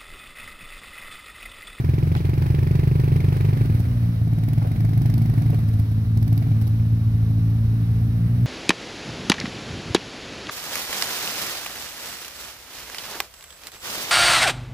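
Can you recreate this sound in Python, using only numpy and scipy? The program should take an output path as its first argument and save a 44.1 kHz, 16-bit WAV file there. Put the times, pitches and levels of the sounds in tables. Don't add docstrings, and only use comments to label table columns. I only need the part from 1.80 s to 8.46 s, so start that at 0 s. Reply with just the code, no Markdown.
import sys
import numpy as np
from scipy import signal
from scipy.fft import rfft, irfft
from scipy.io import wavfile

SR = 44100
rng = np.random.default_rng(int(sys.argv[2]) if len(sys.argv) > 2 else 0)


def digitize_waveform(pressure):
    field = np.atleast_2d(pressure).T
    bounded = np.clip(field, -1, 1)
    quanta = np.round(bounded * 32767).astype(np.int16)
    wavfile.write(sys.argv[1], SR, quanta)


N = 293706
TIME = np.arange(N) / SR
FREQS = np.fft.rfftfreq(N, 1 / SR)


def amp(db):
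    return 10 ** (np.asarray(db) / 20)


def unit(x):
    return x / np.sqrt(np.mean(x ** 2) + 1e-20)


def curves(rows, at=TIME):
    s, *columns = np.transpose(rows)
    return [np.interp(at, s, column) for column in columns]


def shape(points, hz):
    f, value = np.transpose(points)
    return np.interp(np.log(hz + 1), np.log(f), value)


def drift(hz):
    knots = np.arange(0, N / SR + 1, .5 / hz)
    offset = rng.random() / hz
    return unit(np.interp(TIME, knots - offset, rng.standard_normal(len(knots))))


def arrive(x, lag_ms):
    left, right = np.broadcast_to(x, (2, N))
    return np.array([np.interp(TIME - lag_ms / 1000, TIME, left), right])


def partly_alike(a, b, coherence):
    return np.array([a, coherence * a + np.sqrt(1 - coherence ** 2) * b])


# frequency_hz, coherence (held to 0-1)
PORT_COHERENCE = [(100, 1.5), (500, 0.7), (1000, 0.71), (3000, 0.42), (8000, 0.04), (15000, 0)]


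def hiss(spectrum, lag_ms=0.416):
    a, b = rfft(rng.standard_normal((2, N)))
    coherence = np.clip(shape(PORT_COHERENCE, FREQS), 0, 1)
    pair = partly_alike(a, b, coherence) * amp(shape(spectrum, FREQS))
    return arrive(unit(irfft(pair, N)), lag_ms)


def forest(x, t60, count=1500):
    delays_s = rng.uniform(.012, .5, (2, count))
    echoes = rng.choice([-1., 1.], delays_s.shape) * amp(-60 * delays_s / t60)
    taps = np.zeros((2, N))
    np.put_along_axis(taps, (delays_s * SR).astype(int), echoes, 1)
    a, b = rfft(taps / np.linalg.norm(taps[0]))
    coherence = 1 / (1 + (FREQS / 700) ** 2)
    tail = irfft(partly_alike(a, b, coherence), N)[:, :SR // 2]
    return signal.fftconvolve(np.atleast_2d(x), tail, axes=1)[:, :N]


# frequency_hz, level_db (relative)
WOODS_SPECTRUM = [(260, -23), (450, 0), (478, -14), (692, -8.5), (891, -12), (1370, -12), (2270, -16.5),
                  (3100, -17), (3440, -19), (3930, -18.5), (5060, -22), (5530, -19.5), (7330, -33),
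                  (12100, -20), (15600, -30)]
WOODS_DB = -49


def woods():
    return amp(WOODS_DB + .5 * drift(hz=2.0)) * hiss(WOODS_SPECTRUM, lag_ms=0.17)


def whine(hz, width_hz, db):
    band = np.exp(-((FREQS - hz) / width_hz) ** 2)
    tone = unit(irfft(rfft(rng.standard_normal(N)) * band, N))
    return arrive(amp(db) * tone, lag_ms=0.18)


# start_s, pitch_hz (engine cycles per second)
BUGGY_SPEED = [(0, 42), (1.4, 44), (1.8, 54), (2.12, 59.5), (2.5, 55), (2.9, 54.2), (3.35, 56), (3.8, 55.3),
               (4.0, 53.6), (4.25, 55.2), (4.6, 54.4), (5.15, 56.3), (5.4, 55.2), (6.3, 56.6), (6.66, 59.8)]
# frequency_hz, level_db (relative)
BUGGY_PIPE_SPECTRUM = [(30, -79), (55, -16.5), (80, 0.5), (112, 0), (166, -10.5), (222, -16.5),
                       (278, -20.5), (335, -35.5), (390, -38), (445, -40.5), (520, -44.5), (760, -50),
                       (900, -64.5)]
BUGGY_RATE_HZ = 55
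BUGGY_DB, BUGGY_SPEED_DB, BUGGY_NEARING_DB_PER_S = -21.5, 10.5, 0.39


def buggy(count=14):
    hz = curves(BUGGY_SPEED)[0]
    level_db = BUGGY_DB + BUGGY_SPEED_DB * np.log2(hz / BUGGY_RATE_HZ) + BUGGY_NEARING_DB_PER_S * TIME
    unsteady = np.interp(hz, [40, 53], [.02, .002])
    angle = 2 * np.pi * np.cumsum(hz * (1 + unsteady * drift(hz=11.53))) / SR
    drone = np.zeros(N)
    for order in range(1, count + 1):
        waver_db = (.7 if order == 2 else 2.2) * drift(hz=6.4)
        order_db = shape(BUGGY_PIPE_SPECTRUM, order * hz) + waver_db
        order_db -= 2.45 * (order % 2)
        order_db += 1.6 * np.maximum(hz - 57, 0) * (order > 5)
        drone += amp(order_db) * np.cos(order * angle + rng.uniform(0, 2 * np.pi))
    rumble = amp(-10.5) * hiss(BUGGY_PIPE_SPECTRUM, lag_ms=0.18)
    return amp(level_db) * (arrive(np.sqrt(2) * drone, lag_ms=0.23) + rumble)


# start_s, level_db
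BUGGY_WASH_LEVEL = [(5, -60), (6.66, -49)]
CHURN_DB, CHURN_SPEED_DB, CHURN_SHALLOW_DB = -50.5, 15, 5.5
CHURN_LAG_S = 0.15
PLUNGE_DB, PLUNGE_LAG_S, PLUNGE_S = 6, 0.44, 0.52


def churn_level():
    speed, _, shallow = riding(TIME - CHURN_LAG_S)
    plunge = np.exp(-((TIME - SINKS_AT_S - PLUNGE_LAG_S) / PLUNGE_S) ** 2)
    quad_db = CHURN_DB + CHURN_SPEED_DB * speed + CHURN_SHALLOW_DB * shallow + PLUNGE_DB * plunge
    return np.hypot(amp(quad_db), amp(curves(BUGGY_WASH_LEVEL)[0]))


# frequency_hz, level_db (relative)
CHURN_SPECTRUM = [(200, -4), (500, 8.5), (1000, 2.5), (1400, 3), (2100, -1), (3200, -9.5), (5000, -10.5),
                  (7400, -26.5), (9100, -7.5), (10400, -21), (11900, -8), (13700, -21), (15600, -10)]
# start_s, level_db (before the onset softens it), pitch_hz, decay_s
WATER_SLAPS = [(0.351, -24, 900, 0.003), (0.351, -26, 2300, 0.0022), (.368, -42, 3200, 0.03),
               (2.816, -36, 860, .012), (2.845, -32.5, 520, 0.02), (3.728, -32, 445, .012),
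               (3.731, -36, 850, .012)]


def water():
    spatter = amp(1.2 * drift(hz=14) + 1.6 * drift(hz=180))
    wash = churn_level() * unit(spatter * hiss(CHURN_SPECTRUM))
    for start_s, level_db, pitch_hz, decay_s in WATER_SLAPS:
        age = np.maximum(TIME - start_s, 0)
        burst = (1 - np.exp(-age / .0005)) * np.exp(-np.minimum(age / decay_s, 30))
        spectrum = [(pitch_hz / 4, -30), (pitch_hz, 0), (pitch_hz * 2, -14), (pitch_hz * 10, -45)]
        wash += amp(level_db) * burst * hiss(spectrum)
    return wash


# start_s, rate_hz (firings per second)
FIRING_RATE = [(0, 21.26), (.63, 23.81), (.99, 24.48), (1.79, 24.38), (2.03, 18.22), (2.32, 15.4),
               (2.72, 21.15), (3.41, 25.41), (3.71, 23.88), (3.98, 17.22), (4.23, 14.59), (4.46, 19.73),
               (4.7, 21.69), (4.82, 17.96), (5.15, 14.08), (5.74, 11.28), (6.66, 11.46)]


def firings():
    rate = curves(FIRING_RATE)[0]
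    new_cycle = np.diff(np.floor(np.cumsum(rate) / SR)) > 0
    times = np.r_[0, TIME[1:][new_cycle]]
    stumble_s = np.interp(curves(FIRING_RATE, times)[0], [12, 16, 22], [.004, .0008, .00015])
    return times + stumble_s * rng.standard_normal(len(times))


# opens_s, shuts_s, depth (0-1)
THROTTLE_PUSHES = [(-.12, 1.86, 0.77), (2.35, 3.76, 1), (4.29, 4.7, 0.83)]
CRUISE_RATE_HZ = 24
OPEN_S, SHUT_S, IDLE_THROTTLE = 0.089, .06, .12
SINKS_AT_S, SINKING_S, CLEAR_BEFORE, CLEAR_AFTER = 1.98, .55, 0.81, 0.055


def riding(t):
    speed = np.log2(curves(FIRING_RATE, t)[0] / CRUISE_RATE_HZ)
    push = 0
    for opens_s, shuts_s, depth in THROTTLE_PUSHES:
        opening = 1 - np.exp(-np.maximum(t - opens_s, 0) / OPEN_S)
        closing = np.exp(-np.maximum(t - shuts_s, 0) / SHUT_S)
        push = push + depth * opening * closing
    sunk = np.clip((t - SINKS_AT_S) / SINKING_S + .5, 0, 1)
    clear = CLEAR_BEFORE + (CLEAR_AFTER - CLEAR_BEFORE) * sunk
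    return speed, np.clip(np.maximum(push, IDLE_THROTTLE), 0, 1), np.clip(clear, 0, 1)


# start_s, length_s, level_db (before each pop's own variation)
HARD_SPIT_BOUTS = [(1.93, .1, -36), (2.66, .1, -34.5), (3.16, .28, -34.5), (3.86, .16, -38),
                   (4.09, .05, -44), (4.35, .24, -35), (4.79, .11, -35)]


def hard_spit(times):
    strength = 0
    for start_s, length_s, level_db in HARD_SPIT_BOUTS:
        during = (times >= start_s) & (times < start_s + length_s)
        strength = strength + amp(level_db) * during
    return strength


def blows(times, gains, uneven_db):
    train = np.zeros(N)
    places = np.clip(times * SR, 0, N - 1).astype(int)
    train[places] = gains * amp(uneven_db * rng.standard_normal(len(times)))
    return train


def puffs(train, rise, decay, linger, linger_share):
    t = TIME[:SR // 5]
    burst = (1 - np.exp(-t / rise)) * (np.exp(-t / decay) + linger_share * np.exp(-t / linger))
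    return signal.oaconvolve(train, burst / burst.max())[:N]


# frequency_hz, level_db (relative)
RASP_SPECTRUM = [(250, -23.5), (500, 5), (720, 9), (1000, 7), (1400, -4), (1800, 5), (2300, 4),
                 (2650, -4.5), (3200, -3.5), (4900, -7.5), (7300, -17.5), (9200, -20), (12000, -12.5),
                 (16000, -12.5)]
# frequency_hz, level_db (relative)
SPIT_SPECTRUM = [(300, -17), (520, -0.5), (750, 17.5), (1100, -4), (2200, -16.5), (3300, -4.5), (5200, 1),
                 (7400, -17.5), (9200, 2), (10300, -8.5), (12000, 8), (13800, -9), (15600, -2.5)]
RASP_DB, RASP_SPEED_DB, RASP_LOAD_DB, RASP_CLEAR_DB = -58.5, 4.5, 7, 9
SPIT_DB, SPIT_LOAD_DB = -57, 16


def quad_gas(times):
    speed, throttle, clear = riding(times)
    rasp_db = RASP_DB + RASP_SPEED_DB * speed + RASP_LOAD_DB * throttle + RASP_CLEAR_DB * clear
    rasp_blows = blows(times - .0004, 1., uneven_db=1.84)
    rasp_puffs = puffs(rasp_blows, rise=0.0047, decay=0.0021, linger=0.02, linger_share=0.1)
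    rasp = unit(rasp_puffs) * amp(np.interp(TIME, times, rasp_db)) * hiss(RASP_SPECTRUM)

    strength = np.maximum(amp(SPIT_DB + SPIT_LOAD_DB * throttle), hard_spit(times))
    coasting = 1 - throttle
    pops = blows(times + 0.00095, strength * (1 - 0.2 * coasting ** 2), uneven_db=0.9)
    pops += blows(times - .006, 0.95 * strength * coasting ** 4, uneven_db=1.5)
    crackle = unit(amp(4.3 * drift(hz=2500)) * hiss(SPIT_SPECTRUM))
    spit = puffs(pops, rise=0.001, decay=.0017, linger=0.016, linger_share=0.06) * crackle
    gas = rasp + spit
    return gas + amp(-14) * forest(gas, t60=.4)


def ringing(power):
    log_gain = np.log(power) / 2
    response = np.exp(np.conj(signal.hilbert(log_gain)))
    return np.fft.ifft(response).real[:len(power) // 2]


# frequency_hz, level_db (relative)
LOADED_THUMP = [(14, -65.5), (32, -23.5), (47, -7.5), (72, -15.5), (100, -5), (124, 3), (148, 3),
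                (168, -13.5), (188, -14), (250, -27), (360, -30), (540, -50), (1000, -56), (3000, -110)]
# frequency_hz, level_db (relative)
COASTING_THUMP = [(14, -74), (32, -34.5), (46, -3.5), (68, -6.5), (90, 5.5), (125, -9), (170, -13),
                  (230, -19.5), (290, -16), (370, -46.5), (700, -44.5), (3000, -110)]
# frequency_hz, level_db (relative)
OPEN_BARK = [(60, -75), (240, -32.5), (315, -16.5), (390, -18), (500, -30.5), (660, -39.5), (780, -46),
             (845, -31.5), (920, -37), (1100, -40.5), (1700, -57), (2100, -46), (2550, -42.5), (3200, -60),
             (8000, -110)]
# frequency_hz, level_db (relative)
SUBMERGED_KNOCK = [(70, -75), (210, -23.5), (280, -12), (345, -26), (430, -43), (560, -44), (690, -25.5),
                   (790, -33), (1000, -44.5), (1700, -63), (2270, -48), (2700, -75.5), (8000, -110)]
THUMP_DB, THUMP_SPEED_DB, THUMP_LOAD_DB, THUMP_CLEAR_DB = -25.5, 6.5, 3.5, 4
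THUMP_POP_DB = 1.5
BARK_RISE = 0.43


def quad_exhaust(times, size=4096):
    hz = abs(np.fft.fftfreq(size, 1 / SR))
    rates = curves(FIRING_RATE, times)[0]
    poppings = hard_spit(times) > 0
    pipe = np.zeros(N + size)
    for s, rate, popping, speed, throttle, clear in zip(times, rates, poppings, *riding(times)):
        level_db = THUMP_DB + THUMP_SPEED_DB * speed + THUMP_LOAD_DB * throttle
        level_db += THUMP_CLEAR_DB * clear + THUMP_POP_DB * popping * (1 - throttle)
        heat, burn = rng.standard_normal(2)
        tuned = hz * (1 + 0.02 * heat)
        states = [(LOADED_THUMP, tuned, throttle),
                  (COASTING_THUMP, tuned, (1 - throttle) ** 2),
                  (OPEN_BARK, tuned / 2 ** (BARK_RISE * speed), clear ** 2),
                  (SUBMERGED_KNOCK, tuned, throttle * (1 - clear) ** 3)]
        power = sum(share * amp(shape(spectrum, at)) ** 2 for spectrum, at, share in states)
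        thump = ringing(power)
        thump *= np.sqrt(SR / rate) / np.linalg.norm(thump)
        start = max(int((s - .003) * SR), 0)
        pipe[start:start + len(thump)] += amp(level_db + 1.4 * burn) * thump
    pipe = pipe[:N]
    return arrive(pipe, lag_ms=.42) + amp(-12) * forest(pipe, t60=.3)


def scene():
    times = firings()
    whines = whine(hz=1168, width_hz=27, db=-67.5) + whine(hz=3840, width_hz=58, db=-66)
    return woods() + whines + buggy() + water() + quad_gas(times) + quad_exhaust(times)


# frequency_hz, level_db (left minus right)
PORT_BALANCE = [(100, 0), (700, -.5), (1500, -1), (2500, -1.5), (4000, -3), (6000, -8), (7500, -1.5),
                (9200, -12), (12000, -11.5), (15500, -16.5)]
CUTOFF_HZ = 15900


def record(dry):
    ports = amp(shape(PORT_BALANCE, FREQS) * np.array([[.5], [-.5]]))
    ports /= np.sqrt(np.mean(ports ** 2, axis=0))
    heard = irfft(rfft(dry) * ports, N)
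    lowpass = signal.firwin(801, CUTOFF_HZ, window=("kaiser", 9), fs=SR)
    return signal.oaconvolve(heard, lowpass[None], "same")


dry = scene()
out = record(dry)
digitize_waveform(out)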